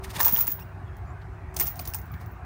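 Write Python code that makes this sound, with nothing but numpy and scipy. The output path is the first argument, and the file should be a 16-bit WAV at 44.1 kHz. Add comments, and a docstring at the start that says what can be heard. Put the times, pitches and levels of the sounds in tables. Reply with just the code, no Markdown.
"""A low outdoor rumble and a faint hum fill a backyard from start to end.
At about 0.2 s a child's plastic swing on ropes jolts close by: hooks clink, the hollow seat knocks,
and rope and plastic rub and squeak. With it a handled phone clicks, and its lens rattles with a very
high ring. Around 1 s a few far bird notes sound in the lull.
Near 1.6 s the jolt and the rattle come again, more softly, and trail off in small ticks and rubs."""
import sys
import numpy as np
from scipy import signal
from scipy.fft import rfft, irfft
from scipy.io import wavfile
from scipy.ndimage import uniform_filter1d

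SR = 44100
rng = np.random.default_rng(int(sys.argv[2]) if len(sys.argv) > 2 else 0)


def transcribe(signal):
    """Save signal, clipped to [-1, 1], as a 16-bit WAV file at the path in sys.argv[1]."""
    frames = np.atleast_2d(signal).T
    limited = np.clip(frames, -1, 1)
    pcm = np.round(limited * 32767).astype(np.int16)
    wavfile.write(sys.argv[1], SR, pcm)


N = 108045


def amp(db):
    """Turns decibels into a number to multiply by."""
    return 10 ** (np.asarray(db) / 20)


def unit(x):
    """Scales a signal to an average (rms) level of 1."""
    return x / np.sqrt(np.mean(x ** 2) + 1e-20)


def level_at(points, hz):
    """Reads the level in dB at any frequency off a curve through the points."""
    point_hz, db = np.transpose(points)
    return np.interp(np.log(hz + 1), np.log(point_hz + 1), db)


def add(mix, start_s, sound):
    """Mixes a sound in at its start time."""
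    part = mix[max(round(start_s * SR), 0):][:len(sound)]
    part += sound[:len(part)]


def colour(x, points, size=4096):
    """Shapes a sound's lows and highs with a filter that never sounds ahead of a hit."""
    log_gain = np.log(amp(level_at(points, abs(np.fft.fftfreq(size, 1 / SR)))))
    response = np.exp(np.conj(signal.hilbert(log_gain)))
    taps = np.fft.ifft(response).real[:size // 2]
    return signal.fftconvolve(x, taps / np.linalg.norm(taps))[:len(x)]


def uneven(x, spread_db, count=20):
    """Makes some frequencies louder and others softer, by chance."""
    spectrum = rfft(x)
    places = np.linspace(0, count - 1, len(spectrum))
    ripple = np.interp(places, np.arange(count), rng.standard_normal(count))
    return irfft(spectrum * unit(amp(spread_db * ripple)), len(x))


def wander(rate_hz):
    """A smooth random curve; a higher rate makes it move faster."""
    hz = np.fft.rfftfreq(N, 1 / SR)
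    return unit(irfft(rfft(rng.standard_normal(N)) * np.exp(-(hz / rate_hz) ** 2), N))


def waver(hz, depth=0.33, rate_hz=5, drift_hz=2.5):
    """A steady tone that wavers in level and pitch."""
    loudness = 1 + depth * wander(rate_hz)
    turns = np.cumsum(hz + drift_hz * wander(rate_hz)) / SR
    return unit(loudness * np.sin(2 * np.pi * turns))


def glide(length_s, start_hz, end_hz, jitter, harmonics=1, slope_db=0):
    """A short, shaky tone that slides in pitch as it swells and fades."""
    progress = np.linspace(0, 1, int(length_s * SR))
    hz = (start_hz + (end_hz - start_hz) * progress) * (1 + jitter * wander(690)[:len(progress)])
    turns = np.cumsum(hz) / SR
    flutter = unit(1 + 0.48 * wander(140)[:len(progress)])
    tone = sum(amp(slope_db * k) * np.sin(2 * np.pi * (k + 1) * turns) for k in range(harmonics))
    return np.sin(np.pi * progress) * flutter * unit(tone)


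def yard(patch_db=2.5, rumble_hz=187, deep_hz=85):
    """A soft, shifting outdoor rush whose low rumble swells and sinks."""
    # Each row: frequency in Hz, relative level in dB.
    air_colour = [(20, -37), (30, -25.5), (45, -6), (70, 0), (125, -3.5), (168, -9), (210, -19), (290, -18),
                  (380, -19), (480, -25.5), (570, -25), (700, -15.5), (800, -18), (930, -20), (1150, -21.5),
                  (1600, -24), (2300, -30.5), (3200, -45.5), (4700, -49), (6700, -52), (11000, -58.5)]
    # Each row: time in seconds, boost of the deep rumble in dB, boost of the upper rumble in dB.
    swells = [(0, 3, 1.5), (.3, -0.5, -1.5), (.6, -3, 1.5), (.9, 1, 0.5), (1.2, -0.5, -2), (1.5, 7, -0.5),
              (1.8, 5, 3), (2.1, 1, 6.5), (2.45, 3, -0.5)]
    t, hz = np.arange(N) / SR, np.fft.rfftfreq(N, 1 / SR)
    grid = signal.stft(rng.standard_normal(N), SR, nperseg=1024)[2]  # noise by frequency and time
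    patches = uniform_filter1d(rng.standard_normal(grid.shape), size=5, axis=0)
    patches = unit(uniform_filter1d(patches, size=5, axis=1))
    air = signal.istft(grid * amp(patch_db * patches), SR, nperseg=1024)[1][:N]
    air = unit(irfft(rfft(air) * amp(level_at(air_colour, hz)), N))
    low = irfft(rfft(air) / (1 + (hz / rumble_hz) ** 10), N)
    deep = irfft(rfft(low) / (1 + (hz / deep_hz) ** 10), N)
    times, deep_db, upper_db = np.transpose(swells)
    rumble = deep * amp(np.interp(t, times, deep_db)) + (low - deep) * amp(np.interp(t, times, upper_db))
    return amp(-41) * (air - low + rumble)


def hum(smear_hz=8.9):
    """A distant hum: three low tones, and a higher one that comes and goes."""
    # Each row: pitch in Hz, level in dB.
    low_tones = [(65, -48), (95, -46), (156, -59.5)]
    # Each row: time in seconds, pitch in Hz, level in dB.
    upper_tone = [(0, 385, -43.5), (.1, 383, -49.5), (.2, 380, -59), (.5, 378, -57), (.8, 372, -55.5),
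                  (1.2, 368, -62.5), (1.35, 368, -56.5), (1.6, 362, -52.5), (1.8, 365, -73.5),
                  (2.45, 370, -63.5)]
    t = np.arange(N) / SR
    low = sum(amp(db) * waver(hz) for hz, db in low_tones)
    times, upper_hz, upper_db = np.transpose(upper_tone)
    upper = waver(np.interp(t, times, upper_hz) + smear_hz * wander(23.7))
    return low + amp(np.interp(t, times, upper_db)) * upper


def birds():
    """Far birds whistle thin, pure notes."""
    # Each row: start in seconds, length in seconds, first and last pitch in Hz, level in dB.
    notes = [(0.85, 0.066, 3340, 3240, -68), (0.903, 0.11, 3290, 3270, -71),
             (1.049, 0.054, 6700, 7180, -73), (1.084, 0.05, 6850, 7600, -72)]
    out = np.zeros(N)
    for start, length, start_hz, end_hz, db in notes:
        add(out, start, amp(db) * glide(length, start_hz, end_hz, jitter=0.028))
    return out


def squeaks():
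    """The rope slips in quick rising squeaks."""
    # Each row: start in seconds, length in seconds, first and last pitch in Hz, level in dB.
    slips = [(0.161, 0.0145, 3120, 4120, -37), (0.602, 0.036, 2400, 2990, -53)]
    out = np.zeros(N)
    for start, length, start_hz, end_hz, db in slips:
        add(out, start, amp(db) * glide(length, start_hz, end_hz, jitter=0.035, harmonics=3, slope_db=-5))
    return out


def scuffs():
    """The rope slips on the seat in brief, dull puffs of noise."""
    # Each row: start in seconds, level in dB, time to swell in seconds.
    slips = [(.1852, -33, 0.00062), (0.3627, -23, 0.00048), (0.59, -50, 0.0036), (1.214, -57, 0.0045),
             (2.136, -51.5, .004)]
    # Each row: frequency in Hz, relative level in dB.
    scuff_colour = [(300, -17), (1200, 0.5), (3800, -2), (5200, -11), (9000, -28), (16000, -18)]
    t, out = np.arange(SR // 16) / SR, np.zeros(N)
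    for start, db, swell_s in slips:
        swell = t / swell_s * np.exp(1 - t / swell_s)
        add(out, start, amp(db) * swell * rng.standard_normal(len(t)))
    return colour(out, scuff_colour)


def friction(slips_per_s=3500, slip_share=0.56):
    """Many tiny slips of uneven size over a fine hiss."""
    slips = rng.standard_normal(N) * (rng.random(N) < slips_per_s / SR)
    slips *= amp(np.minimum(rng.exponential(1, N), 3))
    return np.sqrt(slip_share) * unit(slips) + np.sqrt(1 - slip_share) * rng.standard_normal(N)


def rubbing():
    """Rope scratches on plastic, and the hollow seat sounds along."""
    # One list per stretch of rubbing. Each row: time in seconds, scratch level in dB, seat level in dB.
    rubs = [
        [(0, -79, -47), (.028, -62, -48), (.045, -37.5, -53), (.065, -57, -46.5), (.09, -57, -51),
         (.108, -41, -48), (.125, -55, -50), (.165, -35, -40.5), (.181, -43.5, -42)],
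        [(.205, -36, -32), (.235, -51, -40.5), (.285, -41, -38.5), (.32, -46, -44), (.38, -45, -45),
         (.42, -47, -52.5), (.464, -54, -47.5), (.477, -40, -50), (.50, -53.5, -67), (.55, -62, -74),
         (.72, -77.5, -78)],
        [(1.535, -82, -67), (1.55, -76, -56), (1.572, -49, -41), (1.586, -56, -62.5), (1.61, -36, -37),
         (1.65, -53, -49), (1.672, -46.5, -43.5), (1.70, -59, -59), (1.75, -61, -83)],
        [(1.80, -56, -46), (1.845, -58, -75), (1.875, -54, -45), (1.93, -63, -67), (1.95, -56, -49),
         (1.99, -70, -79), (2.06, -68.5, -54.5), (2.19, -72, -74), (2.21, -56, -50), (2.28, -82.5, -65)],
    ]
    # The bright scratch and the hollow seat. Each row: frequency in Hz, relative level in dB.
    scratch_colour = [(700, -51), (1800, 11), (2800, 6.5), (4300, 5.5), (6300, 2.5), (7700, -1.5),
                      (9100, 5), (10700, -4.5), (13000, 0), (15500, 1), (16200, -15)]
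    body_colour = [(120, -22), (300, -3.5), (520, -5.5), (720, -2.5), (920, 2), (1300, -2), (1700, -10.5),
                   (2300, -21.5), (4500, -42), (12000, -53)]
    t = np.arange(N) / SR
    times, scratch_db, body_db = np.vstack(rubs).T
    scratch = colour(friction() * amp(np.interp(t, times, scratch_db)), scratch_colour)
    body = colour(friction() * amp(np.interp(t, times, body_db)), body_colour)
    return scratch + body


def seat(knock_rise_s=0.0012, bump_swell_s=0.0039):
    """The plastic seat knocks with several fast-fading tones at once, and gives soft low bumps."""
    # Each row: start in seconds, relative level in dB, pitch in Hz.
    knocks = [(0.2021, -19, 983), (.207, -21, 931), (.2645, -24.5, 897), (.268, -45, 896), (.286, -28, 936),
              (.3825, -31.5, 965), (.476, -33.5, 913), (1.571, -36, 888), (1.610, -44, 955),
              (1.795, -35, 745), (1.948, -32, 883)]
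    bumps = [(0.087, -26, 93), (0.171, -27.5, 118), (0.328, -27.5, 204), (0.483, -39, 261),
             (1.606, -36, 310)]
    # The seat's own tones. Each row: multiple of the pitch, relative level in dB, seconds to fade 60 dB.
    seat_tones = [(1, 2.5, 0.031), (1.19, -10, 0.039), (1.52, -11, 0.048), (1.85, -8, 0.041),
                  (2.4, -34.5, .03), (2.9, -18.5, .03), (3.65, -13.5, .025)]
    t, out = np.arange(SR // 8) / SR, np.zeros(N)
    rise = 1 - np.exp(-t / knock_rise_s)
    for start, db, hz in knocks:
        tones = sum(amp(tone_db - 60 * t / fade_s) * np.sin(2 * np.pi * (hz * ratio * t + rng.random()))
                    for ratio, tone_db, fade_s in seat_tones)
        add(out, start, amp(db + 1.5) * rise * tones)
    swell = (t / bump_swell_s) ** 2 * np.exp(2 - 2 * t / bump_swell_s)
    for start, db, hz in bumps:
        add(out, start, amp(db) * swell * np.sin(2 * np.pi * hz * t))
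    return out


def clinks(rise_s=0.00053, fade_s=0.00342, tone_ratio=1.09):
    """The hooks clink: five close tones that die within milliseconds."""
    # Each row: start in seconds, relative level in dB, middle pitch in Hz.
    hits = [(0.201, -25.5, 3920), (.204, -22, 1715), (0.4685, -29, 9400), (1.571, -39.5, 4130),
            (1.606, -21.5, 9100), (1.611, -31.5, 2195), (1.792, -32.5, 4630), (1.7945, -36.5, 2530),
            (1.853, -43, 4170), (1.937, -33, 5250), (1.9388, -35, 2680), (1.9451, -25, 9200)]
    t, out = np.arange(SR // 16) / SR, np.zeros(N)
    shape = np.exp(-t / fade_s) * (1 - np.exp(-t / rise_s))
    for start, db, hz in hits:
        tones = sum(0.5 ** abs(k) * np.sin(2 * np.pi * (hz * tone_ratio ** k * t + rng.random()))
                    for k in range(-2, 3))
        add(out, start, amp(db) * shape * tones)
    return out


def lens_rattle(click_s=0.00053, tail_s=0.019, zing_s=0.0073, rise_s=0.0014, damp_s=0.0099):
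    """The handled phone clicks, and its autofocus lens rattles with a bright zing and a very high ring."""
    # Each row: start in seconds, relative levels of the click and of the ring in dB.
    contacts = [(.1333, -50, -57), (.1857, -33, -52), (.194, -34, -24), (0.2032, -14.5, -30),
                (0.2063, -22, -24), (.209, -12.5, -16), (0.2264, -24, -18), (0.2315, -21.5, -17),
                (.2477, -13.5, -12), (0.2539, -16, -11.5), (0.2568, -27, -17), (0.2643, -21, -31),
                (.2705, -31, -21), (0.2807, -18, -19), (0.283, -17, -25), (.2957, -25, -23),
                (.3133, -30, -32), (0.323, -24, -17), (.333, -52, -15), (.3425, -47, -13),
                (0.3538, -24, -33), (0.3624, -31, -39), (.3705, -25, -17), (0.378, -24, -19),
                (.390, -23, -15), (0.4074, -18.5, -12), (.416, -27, -27), (.4248, -34, -20),
                (.448, -37, -41), (.4698, -26, -23), (.478, -24, -18), (0.505, -30.5, -27),
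                (0.5169, -28, -19), (0.5995, -42, -40), (.968, -48, -57), (1.5416, -42.5, -57.5),
                (1.546, -38, -53), (1.565, -22, -32), (1.5681, -19, -36), (1.59, -20, -34),
                (1.5988, -15.5, -18), (1.605, -24, -17), (1.6129, -25, -18), (1.6207, -36, -22),
                (1.627, -23.5, -29), (1.6569, -26.5, -31), (1.6659, -30, -40), (1.6701, -22, -22),
                (1.679, -29.5, -26), (1.7022, -41, -33), (1.7573, -37, -41), (1.769, -41, -41),
                (1.7931, -28.5, -34), (1.797, -30, -44), (1.8101, -49, -35), (1.8535, -30.5, -45),
                (1.8565, -31, -48), (1.8752, -26, -28), (1.901, -37, -53), (1.9369, -26.5, -34),
                (1.9461, -21, -26), (1.9869, -41, -42), (2.016, -43.5, -58), (2.057, -50, -52),
                (2.117, -52, -45), (2.141, -51, -50), (2.2083, -63, -53), (2.2604, -48, -49),
                (2.312, -57, -50.5)]
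    # The lens's own tones. Each row: pitch in Hz, relative level in dB, seconds to fade 60 dB undamped.
    lens_tones = [(14510, -20, .1), (14620, -12, .14), (14790, 0, .2), (14905, -6, .13), (15120, -7, .24),
                  (15195, -3, .2), (15560, -8, .3), (15710, -10, .26)]
    # The click, and the zing that starts a ring. Each row: frequency in Hz, relative level in dB.
    click_colour = [(300, -19.5), (900, -7.5), (2300, -10), (4000, -9.5), (6200, 2), (7600, -4),
                    (9200, 0.5), (11000, -5), (13500, -1), (16500, -2.5)]
    zing_colour = [(11000, -17), (14000, -23), (14650, 18), (15200, -16), (15750, 2), (15950, -58),
                   (17000, -62)]
    t = np.arange(SR // 2) / SR
    clicks, zings, rings = np.zeros((3, N))
    hz, db, fade_s = np.transpose(lens_tones)[:, :, None]
    click_shape = np.exp(-t / click_s) + amp(-18) * np.exp(-t / tail_s)
    # Most of the ring is damped at once; a weaker part rings on.
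    ring_shape = (1 - np.exp(-t / rise_s)) * (np.exp(-t / damp_s) + amp(-7))
    for start, click_db, ring_db in contacts:
        crack, splash = rng.standard_normal((2, len(t)))
        add(clicks, start, amp(click_db) * uneven(crack, spread_db=1) * click_shape)
        add(zings, start, amp(ring_db) * splash * np.exp(-t / zing_s))
        # Each contact shifts the tones' levels and pitches a little.
        strengths = amp(db + 1.5 * rng.standard_normal(hz.shape))
        shifted_hz = hz + 15.7 * rng.standard_normal(hz.shape)
        waves = np.sin(2 * np.pi * (shifted_hz * t + rng.random(hz.shape)))
        ring = (strengths * waves * amp(-60 * t / fade_s)).sum(0) / np.linalg.norm(strengths)
        add(rings, start, amp(ring_db) * ring * ring_shape)
    return colour(clicks, click_colour) + amp(-13) * colour(zings, zing_colour) + amp(-1) * rings


def scene():
    """The swing and the rattling phone in front of the backyard sounds, in one channel."""
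    background = yard() + hum()
    phone = lens_rattle()
    swing = clinks() + seat() + rubbing() + scuffs() + squeaks()
    return (background + birds() + phone + swing)[None]


def record(dry, cutoff_hz=15950):
    """Cuts away the very highest treble."""
    taps = signal.firwin(701, cutoff_hz, window=("kaiser", 9), fs=SR)
    return signal.oaconvolve(dry, taps[None], "same", axes=1)


dry = scene()
out = record(dry)
transcribe(out)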